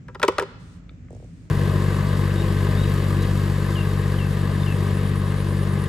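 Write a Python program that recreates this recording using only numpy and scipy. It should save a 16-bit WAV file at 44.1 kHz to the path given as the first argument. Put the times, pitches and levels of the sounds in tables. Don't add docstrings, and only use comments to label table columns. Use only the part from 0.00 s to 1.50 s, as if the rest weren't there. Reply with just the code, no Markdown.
import sys
import numpy as np
from scipy import signal
from scipy.fft import rfft, irfft
from scipy.io import wavfile

SR = 44100
rng = np.random.default_rng(int(sys.argv[2]) if len(sys.argv) > 2 else 0)


def unload_wav(signal):
    wavfile.write(
        sys.argv[1],
        SR,
        np.round(np.clip(np.atleast_2d(signal).T, -1, 1) * 32767).astype(np.int16),
    )


N = 66150

# frequency in Hz, relative density in dB.
ROOM_TONE_SPECTRUM = [(20, -31), (38, -12.5), (54, 4.5), (70, -5), (95, 5), (135, -2.5), (172, 3.5),
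                      (205, -14), (250, -5.5), (350, -20), (600, -29), (900, -39), (1300, -35), (2300, -37),
                      (4000, -49.5), (7500, -47), (10500, -74.5), (16000, -64.5)]
ROOM_TONE_DB, ROOM_TONE_SIDE_DB = -42, -15.5
# frequency in Hz, tail in dB, tail t60 in seconds, early reflections in dB.
REVERB_BANDS = [(148, -39.5, 0.72, -33.5), (400, -22.5, 0.94, -30.5), (900, -20, 1, -10.5),
                (1800, -21.5, 1, -21.5), (4000, -17.5, 1, -16), (8000, -22.5, 0.54, -21),
                (15000, -37.5, .35, -28)]
REVERB_BUILD_S, EARLY_T60_S = 0.019, 0.044
# frequency in Hz, left minus right level in dB.
PORT_BALANCE = [(300, -1.5), (700, 1.5), (1200, 3.5), (2200, 0.5), (4400, 4), (8000, 4), (15000, -2)]
# frequency in Hz, phase lead of the left port in radians.
PORT_LEAD = [(100, 0.18), (400, 0.19), (1000, 0.7), (1900, 0.65), (2800, 1.2), (4600, 0.92), (6300, 1.4),
             (7200, 1.6), (8500, 0.85), (10000, 1.3), (16000, 1.08)]

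# start in seconds, end in seconds, level in dB.
ARM_MOVES = [(0.584, 0.818, -63.5), (1.105, 1.534, -68.5)]
# frequency in Hz, relative density in dB.
SLEEVE_SPECTRUM = [(800, -31), (2200, -3), (3300, 2.5), (4800, 2.5), (7000, 0), (9000, 2), (11000, -19.5),
                   (14500, -15), (16500, -22)]
SLEEVE_ATTACK_S, SLEEVE_RELEASE_S = 0.015, 0.075

# start in seconds, level in dB, pitch factor, click centre in Hz.
FINGER_CLICKS = [(0.8929, -34, 0.99, 3380), (1.0838, -44.5, 0.897, 2030), (1.451, -55, 0.71, 1710)]
# frequency in Hz, relative level in dB, t60 in seconds.
CLICK_MODES = [(1330, 3.5, 0.023), (2360, 6, 0.012), (3620, 1.5, 0.0095), (4266, -7, 0.011),
               (4570, -11.5, 0.016)]
TABLE_MODES = [(111, 6, 0.17), (125, 2.5, 0.078), (260.5, -7.5, 0.12)]
# start in seconds, thud in dB, tick in dB.
ROCKING_TAPS = [(0.913, -46, -70), (1.1059, -32.5, -47), (1.1290, -32.5, -53), (1.1493, -36.5, -46.5),
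                (1.1655, -37.5, -54), (1.1995, -39, -75), (1.2255, -36.5, -56), (1.2445, -39.5, -55)]
# frequency in Hz, relative density in dB.
TAP_TICK_SPECTRUM = [(1000, -29.5), (3000, -15.5), (5000, -7.5), (7800, 6), (9000, -9.5), (11000, -35),
                     (16000, -30)]
CHIRP_HIGH_HZ, CHIRP_LOW_HZ, CHIRP_GLIDE_S, CHIRP_DETUNE = 860, 226, 0.0045, 0.025
EDGE_ECHO_S, EDGE_ECHO_DB = 0.00832, -11.5

# start in seconds, cabinet boom in dB, wall knock in dB,
# can clack in dB, tick in dB, ring length factor, clack centre in Hz.
CHUTE_CONTACTS = [ (0.0827, -35, -33, -31.5, -44.5, 0.87, 1630), (0.093, -39, -42.5, -46.5, -76, 1.6, 1650),
                  (0.1473, -34.5, -23, -29, -38, 0.5, 1984), (0.1531, -24, -22, -20.5, -52, 0.51, 1810),
                  (0.1972, -24.5, -19.5, -38.5, -30.5, 0.4, 3130),
                  (0.2168, -26.5, -20, -18.5, -34, 0.58, 1800), (0.2294, -6.5, -3.5, -1, -11.5, 0.65, 2450),
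                  (0.234, -7.5, -12, -17.5, -19, 1, 1900), (0.2410, -6.5, -10.5, -22, -47, 0.65, 2000),
                  (0.2491, -19.5, -27.5, -23.5, -26, 0.46, 2430),
                  (0.2803, -24.5, -20, -19.5, -13.5, 0.82, 3500), (0.2833, -47, -2, -24, -16, 0.35, 2000),
                  (0.288, -9.5, -20, -19.5, -39, 0.89, 2800), (0.3205, -25, -31.5, -56, -40, 1.0, 2500),
                  (0.3816, -15.5, -8, -8, -33, 0.78, 2140), (0.383, -9, -3.5, -11.5, -19.5, 0.36, 5400),
                  (0.3960, -14, -25, -17, -18, 1.0, 2810), (0.4087, -19, -22, -44, -37, 1.0, 2000),
                  (0.4183, -13.5, -30, -55, -36, 0.9, 2000), (0.424, -39, -13.5, -29, -30, 0.39, 2000),
                  (0.4320, -23, -32, -24.5, -41, 0.7, 2010), ]
# start in seconds, level in dB.
LANDINGS = [(0.2359, -6), (0.2818, 10.5), (0.3832, -1.5)]
# frequency in Hz, relative level in dB, t60 in seconds.
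CABINET_MODES = [(324, -9, 0.019), (395.9, 7.5, 0.11), (407, -6.5, 0.028), (507.3, 13.5, 0.054),
                 (559.4, -0.5, 0.12), (600, -16, 0.021)]
WALL_MODES = [(814.7, -3.5, 0.077), (971.4, -4, 0.086), (1008, 0.5, 0.035), (1169, 3, 0.036),
              (1338, -0.5, 0.069), (1512, -5, .05)]
CAN_MODES = [(1628, 1, .04), (1932, 6, 0.017), (2234, -3, 0.021), (2368, 2, 0.018), (2603, -4, 0.03),
             (3020, -10, 0.042), (3380, -10, 0.033), (3545, -9, .03), (3670, -20.5, .03),
             (4270, -9.5, 0.023), (4880, -10, 0.05), (5270, -4.5, 0.028), (6480, -39, 0.025)]
DAMPED_PANEL_MODES = [(334, -5.5, 0.018), (388.3, -1, 0.021), (553, -3.5, 0.023), (987, 1.5, 0.017),
                      (1154, -2.5, 0.016)]
# frequency in Hz, relative density in dB.
CHUTE_TICK_SPECTRUM = [(600, 3.5), (1500, 15), (3000, 8.5), (4200, 3), (5500, 0.5), (7300, -2), (8500, -4),
                       (10000, -7), (11300, -46), (12500, -12), (15000, -12.5), (16500, -35)]
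RADIATE_HZ = 246
NOTCH_HZ, NOTCH_Q = 705, 5.5

MODE_SCATTER_DB, MODE_DETUNE = 2.67, 0.003
BEND_LAG_S = 0.0008
FOCUS_DB_PER_OCT = 9


def undb(db):
    return 10 ** (np.asarray(db) / 20)


def at(points, hz, column=1):
    rows = np.array(points, float)
    return np.interp(np.log(np.maximum(hz, 1)), np.log(rows[:, 0]), rows[:, column])


def noise(spectrum):
    gain = undb(at(spectrum, np.fft.rfftfreq(N, 1 / SR)))
    x = irfft(rfft(rng.standard_normal(N)) * gain, N)
    return x / x.std()


def fade(t, t60):
    return np.exp(-np.log(1000) * t / t60)


def swell(t, rise_s):
    return 1 - np.exp(-(t / rise_s) ** 2)


def add(out, start, x):
    i = int(start * SR)
    out[i:i + len(x)] += x[:N - i]


def ring(modes, t, rise_s, length=1, pitch=1, focus_hz=None):
    hz, db, t60 = np.array(modes, float).T[:, :, None]
    scatter, detune = rng.standard_normal((2, len(modes), 1))
    if focus_hz:
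        db = db - FOCUS_DB_PER_OCT * abs(np.log2(hz / focus_hz))
    age = np.maximum(t - BEND_LAG_S * np.sqrt(1000 / hz), 0)
    gain = undb(db + MODE_SCATTER_DB * scatter)
    waves = np.sin(2 * np.pi * hz * pitch * (1 + MODE_DETUNE * detune) * age)
    envelope = swell(age, rise_s) * fade(age, t60 * length)
    return (gain * waves * envelope).sum(0) / np.linalg.norm(gain)


def room_tone():
    hz = np.fft.rfftfreq(N, 1 / SR)
    width = np.minimum(undb(ROOM_TONE_SIDE_DB) * np.hypot(1, hz / 200), 1)
    side = irfft(rfft(noise(ROOM_TONE_SPECTRUM)) * width, N)
    return undb(ROOM_TONE_DB) * (noise(ROOM_TONE_SPECTRUM) + np.array([side, -side]))


def room_reverb(x):
    t, hz = np.arange(N) / SR, np.maximum(np.fft.rfftfreq(N, 1 / SR), 1)
    white, response = rfft(rng.standard_normal((2, N))), 0
    for centre_hz in 125 * 2. ** np.arange(8):
        octave = np.maximum(1 - abs(np.log2(hz / centre_hz)), 0)
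        mid, side = irfft(white * octave, N)
        tail = swell(t, REVERB_BUILD_S) * fade(t, at(REVERB_BANDS, centre_hz, column=2))
        tail *= undb(at(REVERB_BANDS, centre_hz)) / np.linalg.norm(tail)
        early = swell(t, REVERB_BUILD_S / 2) * fade(t, EARLY_T60_S)
        early *= undb(at(REVERB_BANDS, centre_hz, column=3)) / np.linalg.norm(early)
        width = min(centre_hz / 1500, 1)
        response = response + np.hypot(tail, early) * (mid + width * np.array([side, -side]))
    return signal.fftconvolve(x[None], response, axes=1)[:, :N]


def microphone_ports(x):
    hz = np.fft.rfftfreq(N, 1 / SR)
    left = undb(at(PORT_BALANCE, hz) / 2) * np.exp(.5j * at(PORT_LEAD, hz))
    return irfft(rfft(x) * np.array([left, 1 / left]), N)


def sleeve_rustle():
    t, level = np.arange(N) / SR, 0
    for start, end, db in ARM_MOVES:
        attack = np.clip((t - start) / SLEEVE_ATTACK_S, 0, 1)
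        release = np.clip((end - t) / SLEEVE_RELEASE_S, 0, 1)
        level = level + undb(db) * attack * release
    return level * np.array([noise(SLEEVE_SPECTRUM), noise(SLEEVE_SPECTRUM)])


def can_on_table():
    out, t = np.zeros(N), np.arange(SR // 10) / SR
    for start, db, pitch, focus_hz in FINGER_CLICKS:
        add(out, start, undb(db) * ring(CLICK_MODES, t, rise_s=0.00052, pitch=pitch, focus_hz=focus_hz))
    glide_hz = CHIRP_LOW_HZ + (CHIRP_HIGH_HZ - CHIRP_LOW_HZ) * np.exp(-t / CHIRP_GLIDE_S)
    for start, thud_db, tick_db in ROCKING_TAPS:
        hz = glide_hz * (1 + CHIRP_DETUNE * rng.standard_normal())
        chirp = np.sin(2 * np.pi * np.cumsum(hz) / SR) * swell(t, rise_s=0.0018) * fade(t, t60=0.051)
        boom = ring(TABLE_MODES, t, rise_s=0.004)
        tick = fade(t, t60=0.0078) * noise(TAP_TICK_SPECTRUM)[:len(t)]
        add(out, start, undb(thud_db) * (chirp + boom) + undb(tick_db) * tick)
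        add(out, start + EDGE_ECHO_S, undb(thud_db + EDGE_ECHO_DB) * chirp)
    return out


def falling_can():
    out, t = np.zeros(N), np.arange(SR // 5) / SR
    tick_envelope = swell(t, rise_s=0.0003) * (fade(t, t60=0.016) + undb(-24.5) * fade(t, t60=0.06))
    for start, boom_db, knock_db, clack_db, tick_db, length, focus_hz in CHUTE_CONTACTS:
        boom = undb(boom_db) * ring(CABINET_MODES, t, rise_s=0.0025, length=length)
        knock = undb(knock_db) * ring(WALL_MODES, t, rise_s=0.0011, length=length)
        clack = undb(clack_db) * ring(CAN_MODES, t, rise_s=0.0005, length=length, focus_hz=focus_hz)
        tick = undb(tick_db) * tick_envelope * noise(CHUTE_TICK_SPECTRUM)[:len(t)]
        add(out, start, boom + knock + clack + tick)
    for start, db in LANDINGS:
        add(out, start, undb(db) * ring(DAMPED_PANEL_MODES, t, rise_s=0.003))
    notched = signal.lfilter(*signal.iirnotch(NOTCH_HZ, NOTCH_Q, fs=SR), out)
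    return signal.sosfilt(signal.butter(2, RADIATE_HZ, "high", fs=SR, output="sos"), notched)


def scene():
    near = falling_can() + can_on_table()
    return microphone_ports(near) + room_reverb(near) + sleeve_rustle() + room_tone()


def record(dry):
    return signal.sosfilt(signal.ellip(8, .2, 70, 16400, fs=SR, output="sos"), dry)


dry = scene()
out = record(dry)
unload_wav(out)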